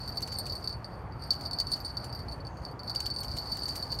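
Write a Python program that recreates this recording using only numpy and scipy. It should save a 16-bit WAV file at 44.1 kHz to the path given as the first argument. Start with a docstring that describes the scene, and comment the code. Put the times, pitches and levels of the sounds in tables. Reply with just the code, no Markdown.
"""Bell on a fishing rod at night

A small slotted metal bell jingles on a moving rod beside water. Its pellet strikes the shell, exciting
three groups of damped modes, and rattles on between the strikes. The mount clacks and buzzes against
the rod. The ground returns one quick echo; a faint swish, low wind and a far wash lie underneath."""
import sys
import numpy as np
from scipy import signal
from scipy.fft import rfft, irfft
from scipy.io import wavfile
from scipy.ndimage import uniform_filter1d

SR = 44100
rng = np.random.default_rng(int(sys.argv[2]) if len(sys.argv) > 2 else 0)


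def transcribe(signal):
    """Save signal, clipped to [-1, 1], as a 16-bit WAV file at the path in sys.argv[1]."""
    frames = np.atleast_2d(signal).T
    limited = np.clip(frames, -1, 1)
    pcm = np.round(limited * 32767).astype(np.int16)
    wavfile.write(sys.argv[1], SR, pcm)


N = 176400

# Pellet impacts (time [s], relative level [dB], pitch [Hz], second ring gain [dB], third ring gain [dB])
IMPACTS = [(0.0773, -29, 4560, -14.5, -19), (0.0918, -34, 4580, -28, -14), (0.158, -34.5, 4490, -20, -22),
           (0.1721, -22.5, 4510, -21, -22), (0.2248, -28, 4480, -27, -17), (0.2276, -23, 4490, -32, -29),
           (0.3062, -38, 4570, -29, -38), (0.3187, -36, 4530, -29, -27), (0.3864, -24, 4430, -1.5, -12),
           (0.401, -29, 4450, -38, -35), (0.4564, -28, 4520, -17, -29), (0.4968, -26.5, 4530, -39, -35),
           (0.5227, -26, 4540, -40, -20), (0.5533, -27.5, 4540, -14.5, -17),
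           (0.6423, -30.5, 4570, -14, -24), (0.6746, -24, 4540, -21, -33), (0.6942, -27, 4520, -38, -37),
           (0.727, -31, 4520, -37, -35), (0.8446, -35, 4580, -16.5, -37), (1.1224, -47.5, 4620, -24, -30),
           (1.237, -36, 4660, -11, -37), (1.3063, -13.5, 4510, -23, -33), (1.4536, -32, 4540, -34, -40),
           (1.511, -24.5, 4470, -25, -38), (1.5324, -25, 4480, -13.5, -36), (1.587, -21.5, 4510, -35, -39),
           (1.6001, -16, 4540, -20.5, -36), (1.6696, -28, 4550, -18, -37),
           (1.7176, -19.5, 4470, -15.5, -26), (1.7347, -19.5, 4490, -29, -37),
           (1.8027, -32, 4600, -33, -13), (1.8487, -27.5, 4510, -8.5, -32), (1.8592, -30, 4510, -14, -31),
           (1.9704, -23, 4540, -27, -41), (2.094, -41, 4540, -13, -32), (2.1271, -30, 4630, -26, -31),
           (2.1496, -32, 4630, -21, -17), (2.1919, -35.5, 4530, -33, -32), (2.284, -36.5, 4460, -18, -32),
           (2.3222, -33.5, 4480, -16, -27), (2.4029, -47, 4490, -20, -40), (2.4504, -44, 4540, -10, -36),
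           (2.469, -35.5, 4580, -20, -36), (2.5712, -42.5, 4530, -18, -31), (2.635, -51, 4590, -10, -30),
           (2.6507, -30, 4580, -24, -37), (2.7132, -44, 4590, -19, -15), (2.7934, -34, 4550, -23, -35),
           (2.833, -37, 4520, -21, -20), (2.8774, -29.5, 4510, -32, -29), (2.8966, -21.5, 4490, -28, -41),
           (2.9596, -22, 4620, -24, -40), (2.9713, -45, 4660, -18, -26), (3.004, -27, 4510, -25, -28),
           (3.0643, -23.5, 4510, -31, -19), (3.1022, -25.5, 4510, -20.5, -34),
           (3.1402, -34.5, 4560, -13, -32), (3.1626, -27, 4530, -14.5, -43),
           (3.1863, -29.5, 4560, -15, -23), (3.205, -30.5, 4460, -8.5, -9), (3.246, -32.5, 4530, -19, -15),
           (3.2819, -29.5, 4580, -32, -29), (3.315, -29.5, 4650, -38, -33), (3.3228, -32.5, 4530, -35, -42),
           (3.3767, -25.5, 4450, -20, -28), (3.3854, -24.5, 4480, -30, -18), (3.5205, -23, 4540, -22, -22),
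           (3.5923, -28.5, 4640, -34, -20), (3.633, -30.5, 4500, -8.5, -22),
           (3.6561, -27.5, 4570, -29, -20), (3.6899, -25, 4590, -12.5, -30), (3.7057, -30, 4490, -33, -32),
           (3.7628, -26.5, 4520, -15, -14), (3.7936, -35, 4590, -28, -17), (3.8259, -27.5, 4470, -18, -23),
           (3.904, -31.5, 4500, -33, -36), (3.919, -22, 4500, -21, -32), (3.9442, -29, 4470, -26, -18),
           (3.9886, -26.5, 4570, -14, -28)]
def strikes(gain_db=-2, rebounds=3, rebound_s=.0045, rebound_db=-5.5, spread_hz=70):
    """Inelastic collision: each jerk throws the pellet at the shell, and it rebounds ever more weakly."""
    out = np.zeros(N)
    for s, db, hz, *upper_db in IMPACTS:
        add(out, s, amp(db + gain_db) * ping(hz, *upper_db))
        for k, (jitter, detune) in enumerate(rng.uniform(-1, 1, (rebounds, 2)), start=1):
            s += rebound_s * (1 + .5 * jitter)
            add(out, s, amp(db + gain_db + rebound_db * k) * ping(hz + spread_hz * detune, *upper_db))
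    return out


# Three groups of shell modes at the nominal pitch (frequency [Hz], relative level [dB], T60 [s])
FIRST_MODES = [(4506, 0.5, 0.061), (4569, -11, 0.025), (4500, -70, 0.058), (4730, -13, 0.075),
               (5170, -28, 0.068)]
SECOND_MODES = [(8725, -6, .062), (8955, -3, .062)]
THIRD_MODES = [(12390, -4, .058), (12590, -3, .058)]
NOMINAL_HZ = 4510
def ping(hz, second_db, third_db, tick_db=-21.5, tick_s=.0029):
    """Impulse response: one contact excites all three mode groups and a faint tick of noise."""
    bend = hz / NOMINAL_HZ
    upper_bend = bend ** .096  # the upper modes barely follow the pitch
    tone = ring(FIRST_MODES, bend)
    tone += amp(second_db) * ring(SECOND_MODES, upper_bend)
    tone += amp(third_db) * ring(THIRD_MODES, upper_bend)
    t = np.arange(len(tone)) / SR
    return tone + amp(tick_db) * np.exp(-t / tick_s) * rng.standard_normal(len(t))


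def ring(modes, bend, spread_db=3, contact_s=.00024, size=3200):
    """Modal superposition: damped sinusoids add, weighted at random by where the pellet lands."""
    t = np.arange(size) / SR
    spot = rng.standard_normal(len(modes))
    tone = sum(amp(db + spread_db * weight - 60 * t / t60) * np.sin(2 * np.pi * hz * bend * t)
               for (hz, db, t60), weight in zip(modes, spot - spot.mean()))
    return tone * (1 - np.exp(-t / contact_s))


# Strength of the rattle (time [s], relative level [dB])
RATTLE_LEVEL = [(0, -41.5), (0.09, -46.5), (0.13, -44), (0.2, -60), (0.27, -47), (0.35, -37), (0.44, -47.7),
                (0.52, -42), (0.6, -53), (0.66, -44.5), (0.73, -47), (0.79, -69), (0.93, -56), (1.08, -75),
                (1.17, -65), (1.22, -45.5), (1.29, -48), (1.35, -41), (1.4, -50.9), (1.46, -32), (1.5, -64),
                (1.56, -46), (1.65, -50.5), (1.74, -37), (1.82, -58), (1.88, -38.5), (1.94, -56),
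                (2.04, -39), (2.09, -57.5), (2.2, -45.5), (2.26, -63), (2.31, -46.5), (2.39, -71),
                (2.55, -68), (2.68, -53.5), (2.77, -87), (2.85, -50), (2.92, -46.5), (3.03, -39.5),
                (3.13, -47), (3.22, -47), (3.4, -39.5), (3.66, -39.5), (3.84, -43), (3.88, -46),
                (3.93, -44.5), (4, -49)]
# Coupling to each mode group (gain [dB], spread between touches [dB], exponent on the level swing [-])
COUPLING = [(-2, 3.5, 0.99), (-23, 6.5, 0.74), (-28, 7, 0.68)]
def rattle(per_s=340, centre_hz=4537, spread_hz=115, usual_db=-42, pitches=24, touches=2600):
    """Random excitation: small, uneven touches of the skipping pellet keep the shell ringing."""
    out = np.zeros(N)
    times = np.cumsum(2 * rng.random(touches)) / per_s
    swing = level(RATTLE_LEVEL, times) / amp(usual_db)
    bends = (centre_hz + spread_hz * np.linspace(-1, 1, pitches)) / NOMINAL_HZ
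    groups = (FIRST_MODES, 1), (SECOND_MODES, .3), (THIRD_MODES, .3)
    for (modes, pitch_follow), (db, spread_db, exponent) in zip(groups, COUPLING):
        rings = [ring(modes, bend ** pitch_follow) for bend in bends]
        gains = swing ** exponent * amp(usual_db + db) * uneven(spread_db, touches)
        for s, gain, k in zip(times, gains, rng.integers(0, pitches, touches)):
            add(out, s, gain * rings[k])
    return out


# Impacts of the mount on the rod (time [s], relative level [dB])
MOUNT_IMPACTS = [(0.2057, -43), (0.219, -37.5), (0.2746, -39), (0.3222, -37), (0.4652, -35.5),
                 (1.3315, -41), (1.4097, -39.5), (1.6023, -36), (1.7613, -44.5), (2.0426, -38),
                 (2.9487, -35.5), (3.003, -34.5), (3.0581, -33), (3.231, -34.5), (3.3669, -34.5),
                 (3.5697, -35.5), (3.6815, -33.5), (3.755, -33), (3.924, -40)]
def clacks(gain_db=-5, rise_s=.00052, t60_s=.023, tail_db=-4.5, tail_t60_s=.085, size=4096):
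    """Impact noise: each clack is a burst with its own colour, trailing into chatter."""
    t, out = np.arange(size) / SR, np.zeros(N)
    decay = amp(-60 * t / t60_s) + amp(tail_db - 60 * t / tail_t60_s)
    envelope = (1 - np.exp(-t / rise_s)) * decay
    for s, db in MOUNT_IMPACTS:
        grain = amp(3.5 * drift(size, width=60))  # roughness in time
        tint = amp(2.5 * drift(size // 2 + 1, width=50))  # ripple in the spectrum
        noise = irfft(tint * rfft(rng.standard_normal(size)))
        add(out, s, amp(db + gain_db) * envelope * unit(grain * noise))
    return out


# Strength of the mount's buzz (time [s], relative level [dB])
BUZZ_LEVEL = [(0, -69.5), (0.13, -68), (0.35, -70), (0.55, -68.2), (0.61, -70), (0.7, -81), (0.8, -78.5),
              (1.18, -85), (1.45, -70), (1.56, -97), (1.73, -62), (1.94, -75), (2.04, -87), (2.12, -82),
              (2.32, -73), (2.42, -80), (2.8, -80), (2.92, -88), (3.13, -79), (3.22, -69), (3.4, -66),
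              (3.74, -61), (3.89, -68), (4, -62)]
def buzz(gain_db=3.5, per_s=1100, spread_db=4):
    """Shot noise: the loose mount's tiny random contacts merge into a light buzz."""
    contacts = rng.random(N) < per_s / SR
    ticks = contacts * uneven(spread_db, N) * rng.choice([-1, 1], N)
    return amp(gain_db) * level(BUZZ_LEVEL, np.arange(N) / SR) * unit(ticks)


# Frequency response of the mount (frequency [Hz], relative gain [dB])
MOUNT_RESPONSE = [(300, -27), (1500, -7), (2300, -0.5), (2600, -5), (2950, 2.5), (3400, -5), (4200, 3.5),
                  (5900, 2.5), (7300, -1), (8200, -2.5), (10500, -3.5), (12000, -7.5), (14000, -9.5),
                  (15500, -8.5)]
def mount(size=1024):
    """Source and filter: a minimum-phase response of unit energy colours the clacks and the buzz."""
    hz = abs(np.fft.fftfreq(size, 1 / SR))
    log_gain = np.log(amp(spectrum_db(MOUNT_RESPONSE, hz)))
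    taps = np.fft.ifft(np.exp(np.conj(signal.hilbert(log_gain)))).real[:size // 2]
    return signal.oaconvolve(clacks() + buzz(), taps / np.linalg.norm(taps))[:N]


def bank(x, echo_s=.004, echo_db=-15.5, top_hz=7150, scatter_db=-18.5, t60_s=.21, size=12000):
    """Reflection and scattering: one dulled echo from the ground, a thin tail from stones and plants."""
    t, echo = np.arange(size) / SR, np.zeros(N)
    add(echo, echo_s, signal.lfilter(*signal.butter(1, top_hz, fs=SR), x))
    tail = rng.standard_normal(size) * amp(-60 * t / t60_s) * (t > echo_s)
    scatter = signal.oaconvolve(x, tail / np.linalg.norm(tail))[:N]
    return x + amp(echo_db) * echo + amp(scatter_db) * scatter


def swish(peak_s=2.58, sigma_s=.08, centre_hz=6400, width_hz=1000, db=-71.5):
    """Narrow-band noise: a faint hiss swells and fades in a lull of the bell."""
    detuning = 2 * (np.fft.rfftfreq(N, 1 / SR) - centre_hz) / width_hz
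    band = irfft(rfft(rng.standard_normal(N)) / (1 + detuning ** 2), N)
    return amp(db) * unit(band) * np.exp(-.5 * ((np.arange(N) / SR - peak_s) / sigma_s) ** 2)


# Spectrum of the wind and far wash (frequency [Hz], relative spectral density [dB])
WIND_SPECTRUM = [(20, -44), (30, -51), (46, -1), (68, -0.5), (125, -2), (190, -10.5), (260, -12),
                 (420, -16), (800, -14), (1200, -18.5), (1800, -27), (2600, -37), (3600, -45.5),
                 (7000, -60), (12000, -66), (16000, -76)]
def wind(db=-41, patch_db=1, gust_db=.05, size=4096):
    """Spectrally shaped noise: a nearly steady rumble and far wash, with slowly drifting patches."""
    hz, hop = np.fft.rfftfreq(size, 1 / SR), size // 4
    frames = N // hop + 5
    real, imag, patches = rng.standard_normal((frames, len(hz), 3)).T
    patches = uniform_filter1d(patches, size=30, axis=0)  # smooth over frequency
    patches = unit(uniform_filter1d(patches, size=4, axis=1))  # and over time
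    gusts = drift(frames, width=16)
    gain = amp(spectrum_db(WIND_SPECTRUM, hz)[:, None] + patch_db * patches + gust_db * gusts)
    _, air = signal.istft((real + 1j * imag) * gain, nperseg=size, noverlap=size - hop)
    return amp(db) * unit(air[:N])


def amp(db):
    """Decibels to amplitude ratio."""
    return 10 ** (np.asarray(db) / 20)


def unit(x):
    """Normalisation to rms 1."""
    return x / np.sqrt(np.mean(x ** 2) + 1e-20)


def drift(size, width):
    """Moving average of white noise, at rms 1."""
    return unit(uniform_filter1d(rng.standard_normal(size), size=width))


def uneven(spread_db, size):
    """Log-normal gains, limited to two standard deviations."""
    return amp(spread_db * np.clip(rng.standard_normal(size), -2, 2))


def spectrum_db(points, hz):
    """Interpolation on a log-frequency axis."""
    f, db = np.transpose(points)
    return np.interp(np.log(hz + 1), np.log(f + 1), db)


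def level(curve, s):
    """Amplitude envelope of a decibel curve at the times s."""
    return amp(np.interp(s, *np.transpose(curve)))


def add(mix, s, sound):
    """Superposition of a sound from time s."""
    part = mix[max(round(s * SR), 0):][:len(sound)]
    part += sound[:len(part)]


def scene(radiate_hz=4050):
    """Radiation efficiency: the small shell sheds no low notes; bell and mount sound over the wind."""
    radiation = signal.butter(5, radiate_hz, "high", fs=SR, output="sos")
    bell = signal.sosfilt(radiation, strikes() + rattle())
    return (bank(bell + mount()) + swish() + wind())[None]


def record(dry, edge_hz=15830):
    """Band limiting: a steep low-pass removes the highest treble."""
    taps = signal.firwin(511, edge_hz, window=("kaiser", 9), fs=SR)
    return signal.oaconvolve(dry, taps[None], "same")


dry = scene()
out = record(dry)
transcribe(out)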